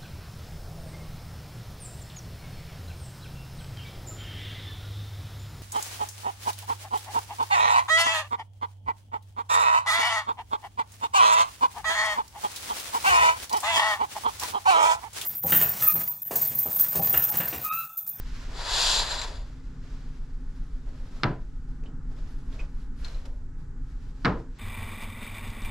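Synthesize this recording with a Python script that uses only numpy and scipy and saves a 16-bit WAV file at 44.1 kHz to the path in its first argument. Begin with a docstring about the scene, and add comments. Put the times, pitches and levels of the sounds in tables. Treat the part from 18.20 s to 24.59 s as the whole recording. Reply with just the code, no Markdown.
"""Cabin curtain with a magnetic catch

A curtain is drawn along its rail in a small cabin. Gliders rattle in the track as streams of tiny impacts
through rail resonances; the cloth swishes as shaped noise, and small parts tick as short decaying tones.
Twice a magnetic catch in the hem snaps onto the wall panel: brief rings, cracks and a panel thump.
Ventilation rushes as coloured noise and hums, with a thin whine; a far engine throbs as wavering low sines.
"""
import sys
import numpy as np
from scipy import signal
from scipy.fft import rfft, irfft, next_fast_len
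from scipy.io import wavfile
from scipy.ndimage import uniform_filter1d, map_coordinates

SR = 44100
rng = np.random.default_rng(int(sys.argv[2]) if len(sys.argv) > 2 else 0)


def transcribe(signal):
    """Save signal, clipped to [-1, 1], as a 16-bit WAV file at the path in sys.argv[1]."""
    frames = np.atleast_2d(signal).T
    limited = np.clip(frames, -1, 1)
    pcm = np.round(limited * 32767).astype(np.int16)
    wavfile.write(sys.argv[1], SR, pcm)


N = 281666

# slow swell of the ventilation: (time [s], rumble level [dB], duct hum level [dB])
AIR_SWELL = [(0, -41.5, -48), (.5, -39.5, -51.5), (1.4, -39, -51), (2.2, -44, -47), (3.3, -39, -49),
             (4.3, -41.5, -46.5), (5.0, -38, -49), (5.8, -39, -48), (6.39, -48, -50)]
# spectra of the low rumble and the duct hum: (frequency [Hz], density [dB per Hz])
RUMBLE_SPECTRUM = [(8, -22.5), (15, -8), (25, -4), (36, 0), (60, -8), (110, -15.5), (200, -34.5)]
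DUCT_SPECTRUM = [(60, -21.5), (100, -12.5), (139, -1), (214, -15.5), (255, -4), (300, -18), (480, -25),
                 (640, -46.5), (790, -31), (850, -29), (920, -33), (1450, -31.5), (1900, -38), (2300, -55)]
# thin tones of the fan, before they waver: (frequency [Hz], rms level [dB])
FAN_WHINE = [(839.8, -79), (1287, -78.5), (1459, -80.5)]

# multiples of the engine's turning rate, from the second up, before they waver: (rms level [dB])
THROB_LEVELS = [-40.5, -40.5, -41, -45, -50.5, -51]
ENGINE_HZ = 7.45  # turns a second
BEAT_S, BEAT_PEAK_S, BEAT_DEPTH = 4.33, 3.83, .6  # swell of the lowest throb: period, a loudest moment, share

# moves of the hand in the cloth:
# (peak time [s], swell [s], fade [s], swish level [dB], weave over swish [dB], folds level [dB])
STROKES = [(.2, 0.61, 1.2, -49.5, -21, -62), (.36, 0.23, 0.12, -54, -29, -48.5),
           (.42, .3, .5, -73, -20.5, -54), (1.12, .4, 0.27, -64, -18.5, -49),
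           (1.27, 0.083, 0.54, -61.5, -19, -77), (1.71, 0.37, 0.66, -58.5, -22.5, -61.5),
           (1.9, .5, 1.9, -67, -15, -69), (2.36, 0.25, 0.53, -64.5, -15, -74.5),
           (2.68, 0.026, 0.17, -63, -20, -53.5), (2.991, 0.69, 0.26, -56.5, -18, -57.5),
           (3.25, 0.27, 1.15, -70.5, -16, -77), (3.52, 0.13, .15, -67, -15, -67.5),
           (3.661, 0.056, 0.12, -65, -30, -54), (3.92, .06, 0.33, -64.5, -16, -60),
           (3.99, 0.17, 0.54, -60.5, -22.5, -61), (4.11, 0.096, 0.44, -64.5, -10, -80),
           (4.35, 0.093, 0.058, -53, -19, -54), (4.40, .05, 0.12, -53.5, -22, -49),
           (4.63, 0.38, 0.084, -62, -14.5, -71), (4.8, 0.087, .3, -59, -12, -65.5),
           (4.853, .03, 0.044, -45.5, -34, -52), (4.88, 0.11, 0.28, -53, -19, -55.5),
           (4.96, 0.12, 0.16, -56.5, -20, -55), (5.06, 0.014, .015, -47.5, -20, -71),
           (5.08, 0.17, 0.22, -69, -10, -54.5), (5.39, 0.032, 0.2, -67.5, -12.5, -67.5),
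           (5.72, 0.18, .1, -64, -16, -70), (5.83, 0.13, .5, -63, -17, -68),
           (6.04, 0.2, 0.32, -61, -17, -63), (6.2, 0.17, 0.091, -63, -18, -67),
           (6.39, .1, 0.05, -58.5, -27, -64)]
STROKE_RANGE_DB = 20  # swell and fade times span this many dB
# spectra of the cloth's swish, fine weave and heavy folds: (frequency [Hz], density [dB per Hz])
SWISH_SPECTRUM = [(900, 2), (1500, 3), (2500, -2), (5000, -3.5), (7800, -11.5), (9500, -36)]
WEAVE_SPECTRUM = [(7000, -25.5), (8800, 3.5), (12000, -1.5), (13200, -5.5), (14500, -39.5)]
FOLDS_SPECTRUM = [(60, -18), (120, -4), (200, -9), (300, -5), (420, 1), (650, -1.5), (1000, -8.5),
                  (1500, -20.5)]

# pull along the rail: (time [s], rattle level [dB])
PULL = [(.34, -54), (.38, -45), (.45, -40), (.55, -27.5), (.64, -25), (.72, -24.5), (.80, -29),
        (.86, -37.5), (.92, -35), (.98, -39.5), (1.045, -40), (1.06, -44.5), (1.1, -48.5), (1.2, -57.5),
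        (1.32, -75.5)]
# rail resonances that the gliders excite: (centre [Hz], width [Hz], relative level [dB])
RAIL_MODES = [(3450, 150, 1), (4054, 330, 0.5), (4420, 393, 1.5), (4840, 395, 1), (7065, 520, -8),
              (10300, 1400, -23.5)]
# narrow modes of gliders dragging singly, before squaring: (centre [Hz], width [Hz], relative level [dB])
CLEAR_MODES = [(3510, 160, -6), (3943, 230, -1.5), (4200, 130, -2), (4880, 120, -10), (7320, 82, -2.5)]
# spectra of the rail's low drone and its fizz: (frequency [Hz], density [dB per Hz])
DRONE_SPECTRUM = [(210, -44.5), (350, -16.5), (663, -4), (837, -7), (941, 0.5), (1190, -8), (1770, -6.5),
                  (2170, -13), (3000, -15), (3900, -38.5), (6600, -120)]
FIZZ_SPECTRUM = [(1470, -46.5), (2500, -8.5), (3390, -3.5), (4840, -10.5), (5810, -10.5), (7440, -13.5),
                 (8060, -16), (10400, -24), (14200, -38.5)]
# left-right balance of the rail: (frequency [Hz], left over right [dB])
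RAIL_BALANCE = [(60, -1.5), (110, -4), (200, 3), (380, 1), (690, 3), (1270, 2.5), (2340, 4.5), (4320, 0),
                (7960, 4), (14700, -0.5)]
DRONE_TOP_DB, DRONE_OVER_DB = -31.5, 2.5  # ceiling of the drone; its level over the rattle well below that
FIZZ_DB, FIZZ_GROWS = -3.5, .05  # fizz over rattle at full pull; dB lost for each dB the pull weakens
SLOW_FROM_S, SLOW_TO_S, SLOW_EDGE_S = .75, 1.045, .01  # slow end of the pull, when gliders drag singly
CLEAR_FAST_DB, CLEAR_SLOW_DB = -8.5, -2.5  # clear ring over the rattle in the fast and in the slow part

# glider and hook ticks:
# (time [s], level [dB], pitch [Hz], T60 [s], crack over ring [dB], left over right [dB])
TICKS = [(0.393, -42, 3930, 0.055, -6, 5), (0.993, -26.5, 4140, 0.032, -19, 3),
         (1.0155, -31.5, 7230, 0.032, 5, 4.5), (1.015, -23, 4200, .015, -13, 7),
         (1.0207, -25, 4440, .012, -12, 3), (1.025, -25, 4250, .012, -14, 3),
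         (1.0337, -42, 7060, .03, -16, 1), (2.997, -47.5, 1250, 0.06, -25, 4),
         (3.636, -49, 2690, 0.022, -4, -5), (3.659, -50, 2850, 0.035, -9, -2),
         (3.665, -51, 3010, 0.04, -14, -2.5), (4.327, -43.5, 3510, 0.013, -6, -4),
         (4.393, -36.5, 2517, 0.057, -23, -2), (4.4022, -41, 2590, 0.03, -17, -12),
         (4.411, -40, 2440, 0.023, -23, -1), (4.846, -33.5, 4250, 0.045, -0.5, 5),
         (4.883, -40.5, 4140, 0.028, -14, 6), (4.9452, -42.5, 3940, .03, -12, 5),
         (4.984, -50, 4000, .025, -12, 8), (5.0538, -49, 5270, 0.021, -3, -2)]
# crack of a tick: (frequency [Hz], gain [dB])
TICK_CRACK_COLOUR = [(1200, -15), (2000, 0), (6500, -3), (8500, -16), (13000, -24)]

# contacts of the catch: (time [s], ring level [dB], brightness [dB per two octaves above the second mode],
#                         crack drive [dB], panel thump drive [dB], left over right [dB])
SNAPS = [(3.0342, -3.5, 14, -6, -7.5, 0), (3.0400, -10.5, -8, -12, -7.5, 8),
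         (6.0480, -6, 4, -8.5, -13.5, -3.5), (6.0547, -6.5, 8, -9, -7.5, -6), (6.0595, -6, -11, -20, -8, 1),
         (6.0650, -4, -17, -40, -8.5, 7)]
# modes of the catch: (frequency [Hz], relative level [dB], T60 [s])
CATCH_MODES = [(284.8, -19.5, 0.032), (1355, -1.5, 0.0061), (2090, -19, 0.026), (3700, -32, 0.0014),
               (4250, -0.5, 0.0017)]
# crack of a contact: (frequency [Hz], gain [dB])
CRACK_COLOUR = [(700, -44), (1500, 1), (3000, -3), (5200, -10.5), (6200, -29), (10000, -40.5)]
# wall panel thump, one list for the upper and one for the lower catch: (frequency [Hz], density [dB per Hz])
PANEL_SPECTRA = [
    [(35, -55), (60, -8), (136, -1.5), (342, -9.5), (430, -8.5), (526, -9), (606, -7), (1170, -12),
     (1290, -7.5), (2930, -27.5), (4600, -32), (8000, -63), (10400, -91), (17600, -120)],
    [(28, -14.5), (55, 6.5), (85, -6.5), (151, -2), (296, -5), (387, -11), (474, -1), (547, -8.5),
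     (1240, -7), (3120, -28.5), (4800, -34), (8000, -54), (10400, -95), (17600, -120)],
]
# wall panel modes: (centre [Hz], width [Hz], level over the thump [dB])
PANEL_MODES = [(121, 16, 9.5), (188, 27, 1), (263, 8.7, 5.5), (336, 14, 7), (444, 17, -4), (993, 16, 7),
               (1360, 44, -22), (1640, 27, -7)]
# dying away of the wall panel: (frequency [Hz], T60 [s])
PANEL_DECAY = [(100, 0.27), (200, 0.41), (350, 0.42), (1000, 0.28), (3000, 0.29), (6000, 0.29)]
LOWER_FROM_S = 5  # the hand has moved to the lower catch
PUSH = 0.49  # size of the first push on the panel against its scattered answer

# stereo likeness of rail, far sounds and wall panel: (frequency [Hz], likeness [0-1])
NEAR_ALIKE = [(300, .93), (700, .82), (1400, .76), (2800, .62), (4500, .8), (9000, .6), (13000, .75)]
FAR_ALIKE = [(30, .98), (80, .98), (170, .993), (300, .94), (630, .7), (1400, .65), (3000, .45), (7000, .6),
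             (14000, .5)]
PANEL_ALIKE = [(60, .97), (140, .998), (400, .93), (1000, .8), (2500, .78), (5000, .85)]

# steady hiss of the microphone: (frequency [Hz], density [dB per Hz])
HISS_SPECTRUM = [(1500, 9.5), (3000, -6), (7500, -3), (9000, -12.5), (14000, -28.5)]
TOP_HZ = 15200  # nothing is heard above


def amp(db):
    """Decibels to gain."""
    return 10 ** (np.asarray(db) / 20)


def unit(x):
    """Scaled to rms 1."""
    return x / np.sqrt(np.mean(x ** 2) + 1e-20)


def along(points, hz):
    """Reads (frequency, value) points on a log frequency axis."""
    f, values = np.transpose(points)
    return np.interp(np.log(hz + 1), np.log(f + 1), values)


def curves(rows):
    """One value per sample for each column after the time."""
    times, *columns = np.transpose(rows)
    return [np.interp(np.arange(N) / SR, times, column) for column in columns]


def wobble(rate):
    """A smooth random curve, rate knots a second."""
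    knots = rng.standard_normal(int(N * rate / SR) + 4)
    return map_coordinates(knots, [np.arange(N) * rate / SR])


def filtered(x, response):
    """x through a complex response of frequency."""
    size = next_fast_len(N + SR // 2)
    hz = np.fft.rfftfreq(size, 1 / SR)
    return irfft(rfft(x, size) * response(hz), size)[..., :N]


def coloured(spectrum):
    """Response with the given spectrum, closing steeply outside it."""
    below, above = (spectrum[0][0] / 2, -120), (spectrum[-1][0] * 2, -120)
    closed = [below] + list(spectrum) + [above]
    return lambda hz: amp(along(closed, hz))


def resonances(modes):
    """Causal response of damped modes, with alternating signs."""
    def mode(f, centre, width, db):
        return amp(db) * 1j * f * width / (centre * centre - f * f + 1j * f * width)
    return lambda f: sum((-1) ** k * mode(f, *row) for k, row in enumerate(modes))


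def causal(response):
    """Minimum phase: the same colour, with nothing ahead of the blow."""
    def delayed(hz):
        cepstrum = irfft(np.log(np.abs(response(hz)) + 1e-6))
        cepstrum[1:len(hz) - 1] *= 2
        cepstrum[len(hz):] = 0
        return np.exp(rfft(cepstrum))
    return delayed


def grains(grain_db):
    """Two streams of tiny impacts with unequal but bounded level boosts."""
    boost = np.minimum(rng.exponential(size=N), np.e)
    return rng.standard_normal((2, N)) * amp(grain_db * boost)


def spread(pair, response, alike):
    """Colours two streams and mixes them to a stereo image of rms 1."""
    def mid_side(hz):
        turn = np.arccos(np.clip(along(alike, hz), 0, 1)) / 2
        return response(hz) * [np.cos(turn), np.sin(turn)]
    mid, side = filtered(pair, mid_side)
    return unit(np.array([mid + side, mid - side]))


def add(track, s, sound, pan_db):
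    """Places a sound at time s with a left-right level step."""
    start = round(s * SR)
    track[:, start:start + sound.shape[-1]] += sound * amp([[pan_db / 2], [-pan_db / 2]])


def dying(decay):
    """Stereo noise, left energy 1, in which each frequency dies at its own speed."""
    hz, t, cells = signal.stft(rng.standard_normal((2, SR // 2)), SR, nperseg=256)
    fade = amp(-60 * t / along(decay, hz)[:, None])
    tail = signal.istft(cells * fade, SR, nperseg=256)[1]
    return tail / np.linalg.norm(tail[0])


def ventilation():
    """Swelling low rumble and a breathy duct hum, both shaped noise, with thin wavering fan tones."""
    t = np.arange(N) / SR
    rumble_db, duct_db = curves(AIR_SWELL)
    rumble = amp(rumble_db) * spread(rng.standard_normal((2, N)), coloured(RUMBLE_SPECTRUM), FAR_ALIKE)
    breath_db = 1.8 * wobble(4)
    duct = spread(rng.standard_normal((2, N)), coloured(DUCT_SPECTRUM), FAR_ALIKE)
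    duct = amp(duct_db + breath_db) * duct
    whine = 0
    for hz, db in FAN_WHINE:
        level = np.sqrt(2) * amp(db + 3 * wobble(7.9))
        whine = whine + level * np.sin(2 * np.pi * hz * t + 1.3 * wobble(6))
    return rumble + duct + whine


def engine():
    """Low multiples of the turning rate, each wavering a little in level and phase."""
    t, total = np.arange(N) / SR, 0
    beat = 1 + np.clip(BEAT_DEPTH, 0, 1) * np.cos(2 * np.pi * (t - BEAT_PEAK_S) / BEAT_S)
    for k, db in enumerate(THROB_LEVELS, start=2):
        phase = 2 * np.pi * (k * ENGINE_HZ * t + rng.random()) + .4 * wobble(1.53)
        level = np.sqrt(2) * amp(db + 2.5 * wobble(1.5))
        swell = beat if k == 2 else 1
        total = total + level * swell * np.sin(phase)
    return total


def cloth():
    """Fabric rubbing on fabric: each stroke swells and fades in swish, fine weave hiss and low folds."""
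    spectra = (SWISH_SPECTRUM, WEAVE_SPECTRUM, FOLDS_SPECTRUM)
    layers = np.array([spread(grains(grain_db=3.0), coloured(s), FAR_ALIKE) for s in spectra])
    t, power = np.arange(N) / SR, np.zeros((3, N))
    for s, swell, fade, swish_db, weave_db, folds_db in STROKES:
        shape = amp(-STROKE_RANGE_DB * np.maximum((s - t) / swell, (t - s) / fade))
        levels = amp([swish_db, swish_db + weave_db, folds_db])
        power += np.outer(levels, shape) ** 2  # strokes overlap by power
    mix = (np.sqrt(power)[:, None] * layers).sum(0)
    return mix * amp(1.0 * wobble(40))


def rail():
    """Gliders chatter over the track and set its resonances going."""
    before, after = (PULL[0][0] - .05, -100), (PULL[-1][0] + 0.13, -100)
    rattle_db, = curves([before] + list(PULL) + [after])
    # these levels are relative to the rattle
    drone_db = -10 * np.log10(amp(-2 * DRONE_OVER_DB) + amp(2 * (rattle_db - DRONE_TOP_DB)))
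    fizz_db = FIZZ_DB + FIZZ_GROWS * (rattle_db - rattle_db.max())
    clear_db, = curves([(SLOW_FROM_S - SLOW_EDGE_S, CLEAR_FAST_DB), (SLOW_FROM_S, CLEAR_SLOW_DB),
                        (SLOW_TO_S, CLEAR_SLOW_DB), (SLOW_TO_S + SLOW_EDGE_S, 2 * CLEAR_FAST_DB)])
    jerk = wobble(90)  # the gliders stick and slip in clumps
    flutter_db = 3 * wobble(60)

    rattle = amp(1.1 * jerk) * spread(grains(grain_db=5), resonances(RAIL_MODES), NEAR_ALIKE)
    sharp_modes = lambda hz: resonances(CLEAR_MODES)(hz) ** 2
    clear = amp(clear_db + flutter_db) * spread(grains(grain_db=4), sharp_modes, NEAR_ALIKE)
    drone = spread(grains(grain_db=3.0), coloured(DRONE_SPECTRUM), NEAR_ALIKE)
    drone = amp(drone_db + 0.66 * jerk) * drone
    fizz = spread(grains(grain_db=1.0), coloured(FIZZ_SPECTRUM), NEAR_ALIKE)
    fizz = amp(fizz_db + 0.28 * jerk) * fizz

    sound = amp(rattle_db) * (rattle + clear + drone + fizz)
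    return filtered(sound, lambda hz: amp(np.outer([.5, -.5], along(RAIL_BALANCE, hz))))


def ticks():
    """Small plastic parts touching: one rough mode over a short dull crack."""
    ring, crack = np.zeros((2, 2, N + SR))
    t = np.arange(SR // 10) / SR
    rise = 1 - np.exp(-(t / 0.00067) ** 2)
    for s, db, hz, t60, crack_db, pan_db in TICKS:
        drift = uniform_filter1d(np.cumsum(rng.standard_normal(len(t))), size=30)  # roughens the pitch
        tone = np.sin(2 * np.pi * hz * t + 0.16 * drift)
        add(ring, s, amp(db - 60 * t / t60) * rise * tone, pan_db)
        noise = rng.standard_normal(len(t))
        add(crack, s, amp(db + crack_db - 60 * t / 0.044) * rise * noise, pan_db)
    return ring[:, :N] + filtered(crack[:, :N], coloured(TICK_CRACK_COLOUR))


def cabin(x):
    """The small room answers with a diffuse tail whose treble dies first."""
    late = np.pad(x.mean(0), (200, 0))[None]  # delay in samples
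    tail = dying([(300, .35), (3000, .22), (9000, 0.12)])
    return signal.fftconvolve(late, tail, axes=1)[:, :N]


def catch():
    """Each contact rings the catch briefly, cracks, and shakes the wall panel."""
    ring, crack, *thumps = np.zeros((4, 2, N + SR))
    t = np.arange(SR // 20) / SR
    rise = 1 - np.exp(-(t / 0.00053) ** 2)
    for s, db, bright_db, crack_db, thump_db, pan_db in SNAPS:
        sound = 0
        for hz, level, t60 in CATCH_MODES:
            octaves_up = max(0, np.log2(hz / CATCH_MODES[1][0]))
            mode_db = level + bright_db * octaves_up / 2 - 60 * t / t60
            sound = sound + amp(mode_db) * np.sin(2 * np.pi * hz * t)
        add(ring, s, amp(db) * sound * rise, pan_db)

        # noise shared by both sides, plus some of each side's own
        noise = rng.standard_normal(len(t)) + 0.46 * rng.standard_normal((2, len(t)))
        add(crack, s, amp(crack_db - 60 * t / 0.015) * rise * noise, pan_db)

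        tail = dying(PANEL_DECAY)
        n = np.arange(tail.shape[1])
        tail = tail * (1 - np.exp(-n / SR / 0.00188)) + PUSH * (n == 0)
        add(thumps[int(s > LOWER_FROM_S)], s, amp(thump_db) * tail, 0)

    total = ring[:, :N] + filtered(crack[:, :N], causal(coloured(CRACK_COLOUR)))
    for thump, colour in zip(thumps, PANEL_SPECTRA):
        panel = lambda hz: coloured(colour)(hz) * (1 + np.abs(resonances(PANEL_MODES)(hz)))
        level = np.sqrt(np.mean(thump[:, :N] ** 2))  # spread() sets rms 1, so keep the drive
        total += amp(15.0) * level * spread(thump[:, :N], causal(panel), PANEL_ALIKE)
    return total


def scene():
    """All sources together, with the room's answer to the ticks."""
    small = ticks()
    echo = amp(-11) * cabin(small)
    return ventilation() + engine() + cloth() + rail() + small + echo + catch()


def record(dry):
    """The microphone hisses, its left port lags a sample in the low range, and the top closes steeply."""
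    hiss = amp(-71.0) * spread(rng.standard_normal((2, N)), coloured(HISS_SPECTRUM), FAR_ALIKE)
    # half a sample late on the left, half a sample early on the right
    lag = lambda hz: np.exp(np.outer([-1j, 1j], np.pi * hz / SR / (1 + (hz / 6000) ** 2)))
    fade = lambda hz: amp(along([(14000, -0.5), (14400, -16.5), (15000, -29)], hz))
    return filtered(dry + hiss, lambda hz: lag(hz) * fade(hz) * (hz < TOP_HZ))


dry = scene()
out = record(dry)
transcribe(out)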